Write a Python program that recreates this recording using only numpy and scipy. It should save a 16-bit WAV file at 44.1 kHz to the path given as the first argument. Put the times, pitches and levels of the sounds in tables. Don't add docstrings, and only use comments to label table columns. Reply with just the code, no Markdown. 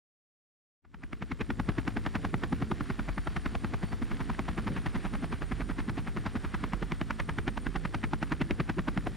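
import sys
import numpy as np
from scipy import signal
from scipy.fft import rfft, irfft, next_fast_len
from scipy.io import wavfile
from scipy.ndimage import uniform_filter1d

SR = 44100
rng = np.random.default_rng(int(sys.argv[2]) if len(sys.argv) > 2 else 0)


def volts_from_decibels(level):
    exponent = np.asarray(level, float) / 20
    return 10 ** exponent


def unload_audio(sound):
    columns = np.transpose(np.atleast_2d(sound))
    steps = np.round(np.clip(columns, -1, 1) * 32767)
    wavfile.write(sys.argv[1], SR, steps.astype(np.int16))


N = 403956
PASSES = 89
BEFORE, LENGTH = 1536, 5120


def rms_one(x):
    return x / np.sqrt(np.mean(x ** 2, axis=-1, keepdims=True) + 1e-20)


def in_time(rows):
    s, *columns = np.transpose(rows)
    return [np.interp(np.arange(N) / SR, s, c) for c in columns]


def colour(x, points):
    hz, db = np.transpose(points)
    bins_hz = np.fft.rfftfreq(x.shape[-1], 1 / SR) + 1
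    gain = volts_from_decibels(np.interp(np.log(bins_hz), np.log(hz), db, left=-90, right=-90))
    return irfft(rfft(x) * gain, x.shape[-1])


def noise(points):
    return rms_one(colour(rng.standard_normal(next_fast_len(N)), points)[:N])


def drift(rate_hz):
    r = np.exp(-32 * np.pi * rate_hz / SR)
    slow = signal.lfilter([1], [1, -2 * r, r * r], rng.standard_normal(N // 16 + 3002))[3000:]
    return np.interp(np.arange(N) / 16, np.arange(len(slow)), rms_one(slow))


def whistle(hz, width_hz):
    phase = 2 * np.pi * np.cumsum(hz * np.ones(N)) / SR
    return drift(width_hz) * np.sin(phase) + drift(width_hz) * np.cos(phase)


def at_passes(shapes, times_s):
    out = np.zeros(N + LENGTH + BEFORE)
    for s, shape in zip(times_s.ravel(), np.broadcast_to(shapes, (PASSES, LENGTH))):
        start = round(s * SR)
        out[start:start + LENGTH] += shape
    return out[BEFORE:BEFORE + N]


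def as_level(shapes, db):
    return rms_one(shapes) * volts_from_decibels(db) * np.sqrt(.01 * SR / LENGTH)


def swell(ms, rise_ms, fall_ms):
    hump = 1 / (np.exp(-ms / rise_ms) + np.exp(ms / fall_ms))
    return hump / hump.max(axis=-1, keepdims=True)


def split_ms(spread_ms):
    return np.clip(1.9 * (spread_ms - 2.6), 0, 9)


def passes():
    # (time [s], lateness [ms], crack level [dB], crack centre [Hz], spread [ms], thump
    # level [dB])
    slap_course = [(.85, 0, -34.5, 1190, 2.4, -33.5), (1.3, 0, -31.5, 1780, 1.4, -25),
                   (1.75, 1, -33.5, 880, 2.54, -25), (2.3, -1.5, -33, 1280, 1.3, -24.5),
                   (2.6, -2.5, -34.5, 1010, 1.7, -23.5), (2.999, -2, -37, 1230, 2.7, -29.5),
                   (3.35, -5.5, -33, 1180, 2.2, -32.5), (3.699, -6.5, -35.5, 870, 1.8, -28),
                   (4.0, -3, -40.5, 1470, 4.64, -29.5), (4.401, -6, -32.5, 930, 2.64, -33),
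                   (4.75, -1, -36, 1290, 6.2, -27), (5.9, -3.5, -36.5, 1150, 7.4, -30),
                   (6.4, -4, -36.5, 1160, 3.24, -28.5), (6.7, -1, -33.5, 1460, 0.64, -28.5),
                   (7.2, -1, -33, 1330, 1.93, -29.5), (7.85, -2, -33.5, 1300, 1.74, -30),
                   (8.4, 0, -31, 1610, 1.7, -22), (9.1, 0.5, -33, 905, 1.8, -26.5)]
    # (time [s], crack gain [dB], thump gain [dB], spread factor [1])
    accents = [(1.41, 0.5, 1.5, 0.39), (1.69, 0, 5, 0.91), (2.16, 1.5, -1.5, 0.95), (2.34, 2, 1.5, 1),
               (2.44, 1.5, 1.5, 0.64), (2.72, 3.5, 1, 1.1), (3.27, 0.5, -1.5, 1), (3.83, -0.5, 1, 1.08),
               (4.11, -2, -4.5, 1.05), (4.39, 0.5, -0.5, 0.46), (4.86, 1, 0.5, 0.56), (5.42, -1, 0, 0.71),
               (6.08, -0.5, -4, 1.03), (6.27, 3, 0, 0.5), (6.45, -3.5, -2, 1.9), (6.55, 1.5, -4, 0.62),
               (6.83, -3, 2, 1.9), (7.11, 2.5, -3, 1), (7.2, 1.5, -3.5, 0.55), (7.48, 2, 4, 1),
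               (7.57, -1, -7, 0.93), (8.13, 3, -3, 0.62), (8.6, 0.5, 2.5, 1.2), (8.79, -1, 1, 1.7)]
    # (lateness [quarter spreads], crack level [dB], log crack centre [1],
    # log slap spread [1], thump level [dB], log thump pitch [1])
    scatter = [.8, .6, .09, .12, 1.0, .1]
    first_pass_s, pass_s, thump_hz = .851, .0934, 200.6
    beat_s = first_pass_s + pass_s * np.arange(PASSES)
    s, *columns = np.transpose(slap_course)
    late_ms, crack_db, crack_hz, spread_ms, thump_db = (np.interp(beat_s, s, c) for c in columns)
    for at_s, crack_more_db, thump_more_db, factor in accents:
        k = np.argmin(np.abs(beat_s - at_s))
        crack_db[k] += crack_more_db
        thump_db[k] += thump_more_db
        spread_ms[k] *= factor
    chance = (rng.standard_normal((PASSES, 6)) * scatter).T
    jitter_ms = chance[0] * spread_ms / 4
    columns = [beat_s + (late_ms + jitter_ms) / 1000,
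               crack_db + chance[1],
               crack_hz * np.exp(chance[2]),
               np.clip(spread_ms, .5, 9) * np.exp(chance[3]),
               thump_db + chance[4],
               thump_hz * np.exp(chance[5]),
               jitter_ms]
    return np.array(columns)[:, :, None]


def cracks(ms, db, hz, spread_ms):
    # (frequency [Hz], level [dB])
    crack_colour = [(350, -19), (600, -0.5), (1200, -2), (2200, -5), (3500, -13.5), (6000, -24.5),
                    (10000, -38), (16000, -48)]
    gap_ms, width_ms = split_ms(spread_ms), np.minimum(spread_ms, 3.5)
    core = sum(swell(ms + side * gap_ms + 0.82 * width_ms, rise_ms=0.59 * width_ms, fall_ms=1.83 * width_ms)
               for side in (-1, 1))
    rush = volts_from_decibels(-5.0) * swell(ms, rise_ms=5.3 + 1.33 * spread_ms, fall_ms=6.5 + .5 * spread_ms)
    rush = rush + volts_from_decibels(-3) * (np.abs(ms) < gap_ms)
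    grit = rng.standard_normal((len(db), LENGTH))
    lumps = uniform_filter1d(uniform_filter1d(rng.standard_normal(grit.shape), size=36), size=36)
    grit = grit * volts_from_decibels(3.5 * rms_one(lumps))
    octaves = np.log2((np.fft.rfftfreq(LENGTH, 1 / SR) + 1) / hz)
    peak_db = 8.64 * np.exp(-.5 * (octaves / 0.86) ** 2)
    bright_db = 0.13 * gap_ms * np.clip(octaves, 0, 2)
    body = irfft(rfft(colour((core + rush) * grit, crack_colour)) * volts_from_decibels(peak_db + bright_db), LENGTH)
    snap = np.diff(grit * swell(ms, rise_ms=.6, fall_ms=1.2), prepend=0)
    snap_db = db - 44 - 3.0 * spread_ms + rng.normal(0, 7.0, (len(db), 1))
    return as_level(body, db + .5) + as_level(snap, snap_db)


def thumps(ms, db, hz, spread_ms, late_ms):
    # (frequency [Hz], level [dB])
    puff_colour = [(110, -11.5), (150, -2.5), (220, -2), (330, -3), (450, -14), (600, -26)]
    turn = np.cumsum(rng.normal(0, 1, (len(db), 3)) * [.6, .3, .3], axis=0)
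    gap_ms, even_ms = split_ms(spread_ms), ms + late_ms
    cycles = hz * ms / 1000 * (1.1 - ms / 70)
    hump = sum(swell(ms + side * gap_ms - .8, rise_ms=1.0, fall_ms=3.8) for side in (-1, 1))
    tone = hump * np.sin(2 * np.pi * cycles + turn[:, :1])
    puff = swell(ms, rise_ms=4 + 0.9 * spread_ms, fall_ms=5.9) * rng.standard_normal((len(db), LENGTH))
    puff = colour(puff, puff_colour)
    push_hz, boom_hz = 108, 74
    push = np.sin(2 * np.pi * push_hz * even_ms / 1000 + turn[:, 1:2])
    push = push * swell(even_ms - 8, rise_ms=2.16, fall_ms=3.7)
    boom = np.sin(2 * np.pi * boom_hz * even_ms / 1000 + turn[:, 2:])
    boom = boom * swell(even_ms - 10, rise_ms=9.4, fall_ms=24.0)
    surge_db = 4.5 * np.cos(2 * np.pi * (np.arange(len(db))[:, None] - 38.6) / 10.4)
    slap_air = as_level(tone, db - 3.5) + as_level(puff, db - 4)
    return slap_air + as_level(push, db - 10.0) + as_level(boom, surge_db - 40.0)


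def throb(ms, times_s):
    # (time [s], gain [dB], half length [s])
    swings = [(1.646, 8, .2), (2.25, 0, 0.091), (3.103, 12, .13), (3.498, 5.5, .1), (4.504, 5.5, .2),
              (5.098, 6.5, .1), (5.603, 11.5, .2), (6.794, 13, 0.11), (7.5, 9, 0.066), (7.748, 11, .13),
              (8.303, 3, 0.091), (8.997, 6.5, 0.18)]
    # (frequency [Hz], level [dB])
    wide_colour = [(30, 5), (50, -9), (80, -17), (120, -15), (250, -32.5), (450, -44)]
    throb_hz = 45.0
    s = np.arange(N) / SR
    swing_db = sum(db * np.exp(-((s - at_s) / half_s) ** 2) for at_s, db, half_s in swings)
    apart_db = -36 - .3 * swing_db + 0.98 * drift(1.4)
    alike_db = -49 + swing_db
    beat = rms_one(0.5 + at_passes(swell(ms - 12, rise_ms=3.6, fall_ms=12.0), times_s))
    phase = 2 * np.pi * throb_hz * s
    apart = np.sqrt(2) * np.sin(phase + 1.3 * drift(1.14)) + volts_from_decibels(-6.5) * noise(wide_colour)
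    alike = np.sqrt(2) * np.cos(phase + 0.72 * drift(1.37))
    return beat * (volts_from_decibels(alike_db) * alike + volts_from_decibels(apart_db - 2.5) * apart * [[1], [-1]])


def tail_rotor():
    # (multiple [1], level [dB])
    harmonics = [(2, 0.5), (3, -0.5), (4, -1), (5, -3.5), (6, -11), (7, -10), (8, -13.5), (9, -17.5),
                 (11, -36)]
    tail_hz = 54.7
    phase = 2 * np.pi * np.cumsum(tail_hz * (1 + 0.00408 * drift(1.494))) / SR
    lines = sum(volts_from_decibels(db + 2.86 * drift(4.4)) * np.cos(k * phase + 0.65 * drift(4.0)) for k, db in harmonics)
    return rms_one(lines), np.exp(7.0 * (np.cos(phase + 1.6 * drift(30)) - 1))


def downwash(wash_db, chop, beat):
    # (frequency [Hz], level [dB])
    air_colour = [(250, -75), (420, -3.5), (560, -9), (704, -0.5), (948, -4.5), (1090, -2), (1750, -1),
                  (4500, -16), (5850, -23.5), (9900, -120)]
    air = noise(air_colour)
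    dull = signal.sosfilt(signal.butter(2, 1100, fs=SR, output="sos"), air)
    air = volts_from_decibels(1.8 * drift(16)) * dull + volts_from_decibels(1.3 * drift(9.2)) * (air - dull)
    return volts_from_decibels(wash_db - 1.27) * air * (1 + 1.17 * np.clip(chop, 0, 2) * (beat - .2))


def low_rumble(effort_db, lines, swish):
    # (frequency [Hz], level [dB])
    rumble_colour = [(30, -22), (60, 0.5), (110, -5), (200, -1.5), (330, -7.5), (450, -17.5), (600, -20.5)]
    rumble = volts_from_decibels(4.1 * drift(14.0)) * noise(rumble_colour) + volts_from_decibels(2.0) * lines
    return volts_from_decibels(-44.5 + effort_db - 4.0) * rumble * (1 + 0.39 * (swish - .4))


def exhaust_hiss(swing_db, swish):
    # (frequency [Hz], level [dB])
    hiss_colour = [(3000, 7), (4500, 2), (5600, 3.5), (6300, -1.5), (7400, 3.5), (8600, -4), (10000, -5),
                   (12000, -9.5), (14000, -25), (14800, -17), (16000, -22)]
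    # (pitch [Hz], width [Hz], level [dB])
    gear_lines = [
        (5660, 50, -88),
        (7350, 16, -98),
        (6800, 40, -92),
    ]
    hiss_db = -69 + 0.42 * swing_db
    hiss = noise(hiss_colour)
    top = signal.sosfilt(signal.butter(4, 9600, "high", fs=SR, output="sos"), hiss)
    gears = sum(volts_from_decibels(db + 70) * whistle(hz, width_hz) for hz, width_hz, db in gear_lines)
    return volts_from_decibels(hiss_db + 3.5) * (hiss + (3.46 * swish - .55) * top + gears)


def wash(ms, times_s):
    # (time [s], strength [dB], tail rotor chop [0-1], tail rotor effort [dB])
    strength = [(.85, -55.5, 0.8, -1), (1.6, -56, 1, -1.5), (2.1, -53.5, 0.98, 1.5), (2.6, -53, 0.7, 1.5),
                (3.2, -52.5, 0.86, -3.5), (3.9, -52, 0.45, 1), (4.6, -51, 1, 1), (5.3, -53.5, 0.34, -1.5),
                (5.9, -54.5, .3, 1), (6.4, -53, 0, -2), (7.3, -55.5, .3, 0), (7.8, -55, 1, 0),
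                (8.7, -55.5, .6, -1), (9.16, -51.5, 1, 2)]
    wash_db, chop, effort_db = in_time(strength)
    lines, beat = tail_rotor()
    swish = at_passes(swell(ms - 10, rise_ms=13.4, fall_ms=21.0), times_s)
    hiss = exhaust_hiss(wash_db - wash_db.mean(), swish)
    return downwash(wash_db, chop, beat) + low_rumble(effort_db, lines, swish) + hiss


def whine():
    # (time [s], pitch [Hz], level [dB], half-pitch line [dB])
    first_whine = [(.85, 8980, -82, -8), (1.7, 9050, -80, -6), (2.7, 9070, -79, -6), (3.3, 9045, -77, -3),
                   (3.76, 9030, -79.5, -7), (3.87, 9030, -78.5, 6), (4.05, 9035, -78.5, -6),
                   (5.1, 9110, -76.5, -8), (5.9, 9130, -83, -12), (6.6, 9145, -82, -10), (6.8, 9145, -92, -10)]
    # (time [s], pitch [Hz], level [dB], half-pitch line
    # [dB])
    second_whine = [
        (4.1, 8740, -90, -12),
        (5.5, 8860, -80, -14),
        (6.3, 8860, -80.5, -12),
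        (6.9, 8840, -80, -10),
        (7.25, 8875, -77, -8),
        (8.1, 8990, -78, -6),
        (9.16, 9085, -79, -9),
    ]
    out, s = 0, np.arange(N) / SR
    for rows in first_whine, second_whine:
        hz, db, half_db = in_time(rows)
        on = np.clip(np.minimum(s - rows[0][0], rows[-1][0] + .1 - s) / 0.045, 0, 1)
        line = whistle(hz, 40) + volts_from_decibels(-2.5) * whistle(hz, 210)
        half = np.sin(np.pi * np.cumsum(hz) / SR + 1.5 * drift(8))
        half = volts_from_decibels(half_db + 2.5 + 2.0 * drift(5)) * half
        apart = volts_from_decibels(-11 + 2.0 * drift(10.0)) * whistle(hz, 50) * [[1], [-1]]
        out = out + on * volts_from_decibels(db + 7.5) * (line + half + apart)
    return out


def scene():
    ms = (np.arange(LENGTH) - BEFORE) * 1000 / SR
    times_s, crack_db, crack_hz, spread_ms, thump_db, thump_hz, late_ms = passes()
    crack = cracks(ms, crack_db, crack_hz, spread_ms)
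    thump = thumps(ms, thump_db, thump_hz, spread_ms, late_ms)
    lean = rng.normal(0, 1, (PASSES, 2))
    slant = volts_from_decibels(-30) * lean[:, :1] * np.roll(crack, 9, axis=1)
    slant = slant + volts_from_decibels(-23 + 2.0 * lean[:, 1:]) * np.roll(thump, 50, axis=1)
    slaps = at_passes(crack + thump, times_s) + at_passes(slant, times_s) * [[1], [-1]]
    fade_start_s, fade_s = 0.82, 0.84
    fade = np.clip((np.arange(N) / SR - fade_start_s) / fade_s, 0, 1)
    return fade * (slaps + throb(ms, times_s) + wash(ms, times_s) + whine())


def roll_off(x):
    return signal.sosfilt(signal.butter(12, 15910, fs=SR, output="sos"), x)


def record(dry):
    limited = .17 * np.tanh(dry / 0.16)
    top_cut = signal.ellip(10, .3, 60, 15720, fs=SR, output="sos")
    mix = signal.sosfilt(top_cut, limited + 1e-18)
    return roll_off(mix)


dry = scene()
out = record(dry)
unload_audio(out)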